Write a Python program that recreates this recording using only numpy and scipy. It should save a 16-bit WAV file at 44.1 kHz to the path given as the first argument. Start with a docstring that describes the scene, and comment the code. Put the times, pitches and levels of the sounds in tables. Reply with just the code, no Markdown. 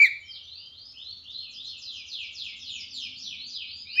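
"""A caged songbird gives two loud, close whistles, one at the start and one at the end.
Between them, birds farther off trade rising and falling whistles, steep chips and thin ticks.
Each call is a nearly pure tone that slides in pitch, smeared by the hard walls of a porch.
A faint low rumble, a hiss and a distant drone lie underneath."""
import sys
import numpy as np
from scipy import signal
from scipy.fft import rfft, irfft
from scipy.io import wavfile
from scipy.ndimage import uniform_filter1d

SR = 44100
rng = np.random.default_rng(int(sys.argv[2]) if len(sys.argv) > 2 else 0)


def persist_wave(psi):
    """Save psi, clipped to +-1, as 16-bit WAV."""
    counts = np.round(np.clip(psi, -1, 1) * 32767).astype(np.int16)
    wavfile.write(sys.argv[1], SR, np.atleast_2d(counts).T)


N = 176400  # 4 seconds

# a voice equally loud at every pitch (pitch [Hz], gain [dB])
EVEN_VOICE = [(2000, 0), (8000, 0)]
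# overtones of peeps, chips and ticks, from twice the pitch up (level [dB])
CHIP_OVERTONES = [-39.5]


def amp(db):
    """Turns decibels into a factor to multiply by."""
    return 10 ** (np.asarray(db) / 20)


def unit(x):
    """Scales a signal to an average power of 1."""
    return x / np.sqrt(np.mean(x ** 2) + 1e-20)


def read(points, hz):
    """Looks up a frequency in a table, blending between rows on a log scale."""
    f, value = np.transpose(points)
    return np.interp(np.log(hz + 1), np.log(f + 1), value)


def add(mix, start_s, sound):
    """Adds a sound to the mix at a given time."""
    part = mix[max(round(start_s * SR), 0):][:len(sound)]
    part += sound[:len(part)]


def colour(x, gain):
    """Turns each frequency f up or down by gain(f)."""
    return irfft(rfft(x, 2 * N) * gain(np.fft.rfftfreq(2 * N, 1 / SR)))[:N]


def waver(size, rate_hz=91.8):
    """The smooth, random unsteadiness of a voice."""
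    return np.interp(np.arange(size) / SR * rate_hz, np.arange(200), rng.standard_normal(200))


def whistle(hz, overtones, jitter, lift_db=0, rasp=0.7, tremble_hz=376):
    """A nearly pure tone: jitter shakes its pitch, and rasp makes its weak overtones shudder."""
    noise = rng.standard_normal((len(overtones) + 1, len(hz)))
    tremble, *shudders = unit(signal.lfilter(*signal.butter(3, tremble_hz, fs=SR), noise))
    hz = hz * (1 + jitter * (waver(len(hz)) + tremble))
    phase = 2 * np.pi * np.cumsum(hz) / SR
    upper = sum(amp(db) * (1 + rasp * shudder) * np.sin(k * phase) * (k * hz < SR / 2)
                for k, (db, shudder) in enumerate(zip(overtones, shudders), 2))
    return np.sqrt(2) * (np.sin(phase) + amp(lift_db) * upper)


def slides(notes, voice, overtones, attack, release, hold, swell_db, jitter, flutter_db=2):
    """Notes that slide in pitch. Attack, release and end-pitch hold are shares of a note's length."""
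    out = np.zeros(N)
    for start, length, from_hz, to_hz, bend, db in notes:
        progress = np.linspace(0, 1, round(length * SR))
        # a bend above 0 slides fast at first; below 0, slowly at first
        travel = np.cumsum(np.exp(-bend * progress) * (progress <= 1 - hold))
        hz = from_hz + (to_hz - from_hz) * travel / travel[-1]
        fade = np.clip(progress / attack, 0, 1) * np.clip((1 - progress) / release, 0, 1)
        level = db + read(voice, hz) + swell_db * (progress - .5) + flutter_db * waver(len(hz))
        add(out, start, np.sin(np.pi / 2 * fade) * amp(level) * whistle(hz, overtones, jitter))
    return out


def porch(x, direct_db, walls_db, cages_db, cages_s, tail_db, patchy_db=4):
    """Direct sound, single wall echoes, scatter from nearby cages and a tail that rings unevenly."""
    # single echoes off the walls (rough delay [s], relative level [dB])
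    wall_echoes = [(.0055, 1), (.0105, -2.5), (.017, 2), (.024, -5.5), (.035, -1), (.052, 0.5), (.078, 0.5)]
    # how long the porch rings (frequency [Hz], time to fade by 60 dB [s])
    ring_times = [(1500, 0.45), (2300, 0.47), (3300, 0.88), (4700, 0.62), (7000, 0.34), (13000, 0.35)]
    t = np.arange(SR) / SR
    walls = np.zeros(SR)
    for delay, db in wall_echoes:
        walls[round(delay * rng.uniform(.85, 1.15) * SR)] = amp(db)
    scatter = rng.standard_normal(SR) * (rng.random(SR) < 900 / SR)  # about 900 echoes a second
    cages = scatter * (t > .002) * np.exp(-t / cages_s)
    hz, times, spectrum = signal.stft(rng.standard_normal(SR), SR, nperseg=256)
    patches = unit(uniform_filter1d(rng.standard_normal(spectrum.shape), size=24, axis=1))
    decay = amp(patchy_db * patches - 60 * times / read(ring_times, hz)[:, None])
    tail = signal.istft(spectrum * decay, SR, nperseg=256)[1][:SR] * np.minimum(t / .02, 1)
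    echo = sum(amp(db) * part / np.linalg.norm(part)
               for db, part in [(walls_db, walls), (cages_db, cages), (tail_db, tail)])
    return amp(direct_db) * x + signal.fftconvolve(x, echo)[:N]


def close_bird():
    """Two loud whistles right at the microphone: the first turns raspy as it drops, the last swells."""
    # first whistle (time [s], pitch [Hz], level [dB], overtone lift [dB])
    dropping = [(0, 2345, -28, -3), (.002, 2340, -13, -3), (.012, 2260, -13.5, -3), (.02, 2300, -10, -2),
                (.03, 2400, -10.5, 1), (.044, 2260, -14, 2), (.058, 2020, -20, 9), (.066, 1930, -30, 16),
                (.076, 1860, -33, 16), (.088, 1400, -62, 10)]
    # last whistle (same columns)
    swelling = [(3.955, 2450, -44, 6), (3.973, 2470, -36, -8), (3.983, 2488, -21.5, -10),
                (3.99, 2502, -19.5, -11), (3.996, 2552, -15, -19), (4.0, 2613, -16, 3)]
    # softer tone under it, from the other side of the bird's voice box (same columns)
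    undertone = [(3.96, 1470, -66, -4), (3.975, 1820, -48, 13), (3.984, 2010, -39.5, 9),
                 (4.0, 2070, -57, 9)]
    # overtones, from twice the pitch up (level before the lift [dB])
    overtones = [-25.5, -37, -41, -61.5, -50.5]
    # how throat and beak shape the sound (frequency [Hz], gain [dB])
    beak = [(2600, 0), (3900, 2.5), (4800, -6), (5450, -16), (6000, -1.5), (6400, -7), (7000, -0.5),
            (9800, 5), (10700, -5), (11800, 4.5), (14500, 1.5)]
    out = np.zeros(N)
    for note in (dropping, swelling, undertone):
        times, *curves = np.transpose(note)
        t = np.arange(times[0], times[-1], 1 / SR)
        hz, db, lift = (np.interp(t, times, curve) for curve in curves)
        add(out, times[0], amp(db) * whistle(hz, overtones, jitter=.0066, lift_db=lift, rasp=.86))
    voice = colour(out, lambda f: amp(read(beak, f)))
    return porch(voice, direct_db=-1, walls_db=-20, cages_db=-16, cages_s=.018, tail_db=-15, patchy_db=2)


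def outdoor_air(level_db=-64.5):
    """Steady noise, heard as a low rumble and a faint hiss."""
    # tone of the noise (frequency [Hz], relative level [dB])
    tone = [(20, -8.5), (45, -18), (65, -1), (88, 7), (115, -3), (160, -12.5), (210, -12), (320, -15),
            (600, -17), (1050, -22), (1280, -17), (1600, -26.5), (4000, -17.5), (7000, -32), (9000, -37),
            (11500, -38.5), (15000, -48.5)]
    return amp(level_db) * unit(colour(rng.standard_normal(N), lambda f: amp(read(tone, f))))


def distant_drone():
    """Noise ringing at two low pitches makes a faint drone that slowly swells."""
    # loudness of the drone (time [s], level [dB])
    swell = [(0, -95), (1.302, -73.5), (1.651, -73.5), (2.099, -79), (2.8, -65.5), (3.148, -66.5),
             (3.319, -60.5), (3.55, -70), (4, -72)]
    # where it rings (frequency [Hz], width [Hz], relative level [dB])
    bands = [(206, 84, -7), (262.2, 4, 4.5)]
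    drone = colour(rng.standard_normal(N),
                   lambda f: sum(amp(db) / (1 + (2 * (f - hz) / width) ** 2) for hz, width, db in bands))
    return amp(np.interp(np.arange(N) / SR, *np.transpose(swell))) * unit(drone)


def peeps_and_chips():
    """Thin, high peeps, joined later by rough chips that drop steeply in pitch."""
    # peeps (start [s], length [s], from [Hz], to [Hz], bend, level [dB])
    peep_notes = [(.175, 0.068, 7400, 6500, 0, -64), (.425, 0.022, 5950, 6020, 0.2, -57.5),
                  (.88, 0.029, 4330, 4270, 0.14, -49.5), (2.7, 0.06, 6900, 6760, 0.66, -46),
                  (2.93, 0.019, 7430, 7160, 0.14, -43.5), (3.745, 0.052, 7530, 6320, 0.41, -57)]
    # chips (same columns)
    chip_notes = [(1.398, 0.017, 5490, 4200, 0.57, -48.5), (1.495, 0.076, 7560, 4130, 0.95, -42),
                  (1.632, 0.064, 7600, 4330, 0.24, -41.5), (1.772, 0.062, 7450, 4240, -0.88, -38.5),
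                  (1.918, 0.057, 7220, 4500, -0.77, -40), (2.19, 0.064, 7500, 4530, 0.13, -44.5),
                  (2.43, 0.057, 7490, 4660, 0.83, -42), (2.555, 0.053, 7570, 4760, -0.23, -43),
                  (2.685, 0.14, 7260, 4270, -1.04, -37.5), (2.928, 0.11, 7450, 4850, -0.19, -37.5)]
    # loudness along a chip's slide (pitch [Hz], gain [dB])
    chip_voice = [(4300, -14.5), (5000, 3), (6000, -13), (6800, -15.5), (7800, -4)]
    peeps = slides(peep_notes, EVEN_VOICE, CHIP_OVERTONES,
                   attack=.66, release=.46, hold=0, swell_db=5, jitter=.0071)
    chips = slides(chip_notes, chip_voice, CHIP_OVERTONES,
                   attack=.25, release=.12, hold=0, swell_db=3, jitter=.017)
    return porch(peeps + chips, direct_db=-15, walls_db=-12, cages_db=-8, cages_s=.014, tail_db=-6)


def rising_whistles():
    """Clean upward whistles from farther off, heard mostly as echoes."""
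    # whistles (start [s], length [s], from [Hz], to [Hz], bend, level [dB])
    notes = [(.21, 0.15, 3010, 3202, 1.5, -50), (.44, 0.19, 3220, 4884, 0.94, -46),
             (.545, 0.19, 2450, 3230, 3, -51), (.715, 0.2, 3090, 5205, 2.05, -47.5),
             (.93, 0.22, 2420, 4490, 1.58, -43), (1.225, 0.21, 2543, 4314, 2.5, -41),
             (1.53, 0.19, 2617, 4370, 1.93, -42), (3.135, 0.12, 3880, 5950, 0.67, -45.5),
             (3.34, .235, 3427, 4970, 1.76, -42), (3.63, 0.2, 3340, 4997, 2.3, -43),
             (3.85, .14, 3470, 5305, 0.54, -41), (3.85, .12, 2190, 3074, 0.76, -42)]
    # overtones, from twice the pitch up (level [dB])
    overtones = [-42.5, -51.5]
    song = slides(notes, EVEN_VOICE, overtones,
                  attack=.19, release=.19, hold=.12, swell_db=2.5, jitter=.0032)
    return porch(song, direct_db=-12, walls_db=-7, cages_db=-6, cages_s=.04, tail_db=-5)


def falling_whistles():
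    """Downward whistles from farther off, made rough by a shaky pitch and heard mostly as echoes."""
    # whistles (start [s], length [s], from [Hz], to [Hz], bend, level [dB])
    notes = [(.24, 0.15, 5770, 2726, -1.5, -43.5), (1.295, 0.23, 5884, 2454, 3, -47),
             (1.635, 0.16, 5173, 2557, 2.8, -45.5), (1.815, 0.23, 5265, 2347, 2.12, -41.5),
             (2.05, 0.23, 7184, 2270, 3, -37), (2.312, 0.23, 7440, 2122, 2.8, -37.5),
             (2.59, 0.25, 6900, 2136, 2.5, -39), (2.595, .13, 3924, 2526, 1.3, -46),
             (2.885, .22, 6270, 2216, 2.1, -38), (3.17, 0.21, 7260, 2227, 2.43, -38),
             (3.455, .22, 7256, 2220, 2.08, -38)]
    # loudness along the slide (pitch [Hz], gain [dB])
    voice = [(2100, -11), (2600, -3.5), (3300, 1.5), (4100, 1.5), (5000, -3.5), (6000, -16.5), (7400, -8.5)]
    # overtones, from twice the pitch up (level [dB])
    overtones = [-44, -41]
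    song = slides(notes, voice, overtones, attack=.12, release=.22, hold=.07, swell_db=0, jitter=.012)
    return porch(song, direct_db=-14, walls_db=-7, cages_db=-5, cages_s=.038, tail_db=-4)


def thin_ticks(length_s=.008, from_hz=7200, to_hz=4740):
    """A run of downward slides, so short that they sound like ticks, leads into the chips."""
    # ticks (start [s], level [dB])
    ticks = [(.53, -60), (.657, -63), (0.786, -61), (.852, -53.5), (.917, -58.5), (.98, -57.5),
             (1.042, -56), (1.105, -57), (1.17, -58.5), (1.237, -58), (1.302, -55), (1.378, -58)]
    notes = [(start, length_s, from_hz, to_hz, 0, db) for start, db in ticks]
    run = slides(notes, EVEN_VOICE, CHIP_OVERTONES,
                 attack=.4, release=.36, hold=0, swell_db=15, jitter=.013)
    return porch(run, direct_db=-10.5, walls_db=-18, cages_db=-12, cages_s=.006, tail_db=-8.5)


def scene():
    """All the birds over the quiet background, in one channel."""
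    return (close_bird() + outdoor_air() + distant_drone()
            + peeps_and_chips() + rising_whistles() + falling_whistles() + thin_ticks())[None]


def record(dry, top_hz=15100):
    """The microphone colours the sound, and the highest treble is cut off."""
    # tone of the microphone (frequency [Hz], gain [dB])
    microphone = [(20, 0.5), (7400, 1), (8100, -17), (9400, -14.5), (10100, 2), (12000, 2.5), (15000, -5)]
    heard = colour(dry[0], lambda f: amp(read(microphone, f)))
    treble_cut = signal.firwin(511, top_hz, window=("kaiser", 9), fs=SR)
    return signal.oaconvolve(heard, treble_cut, "same")[None]


dry = scene()
out = record(dry)
persist_wave(out)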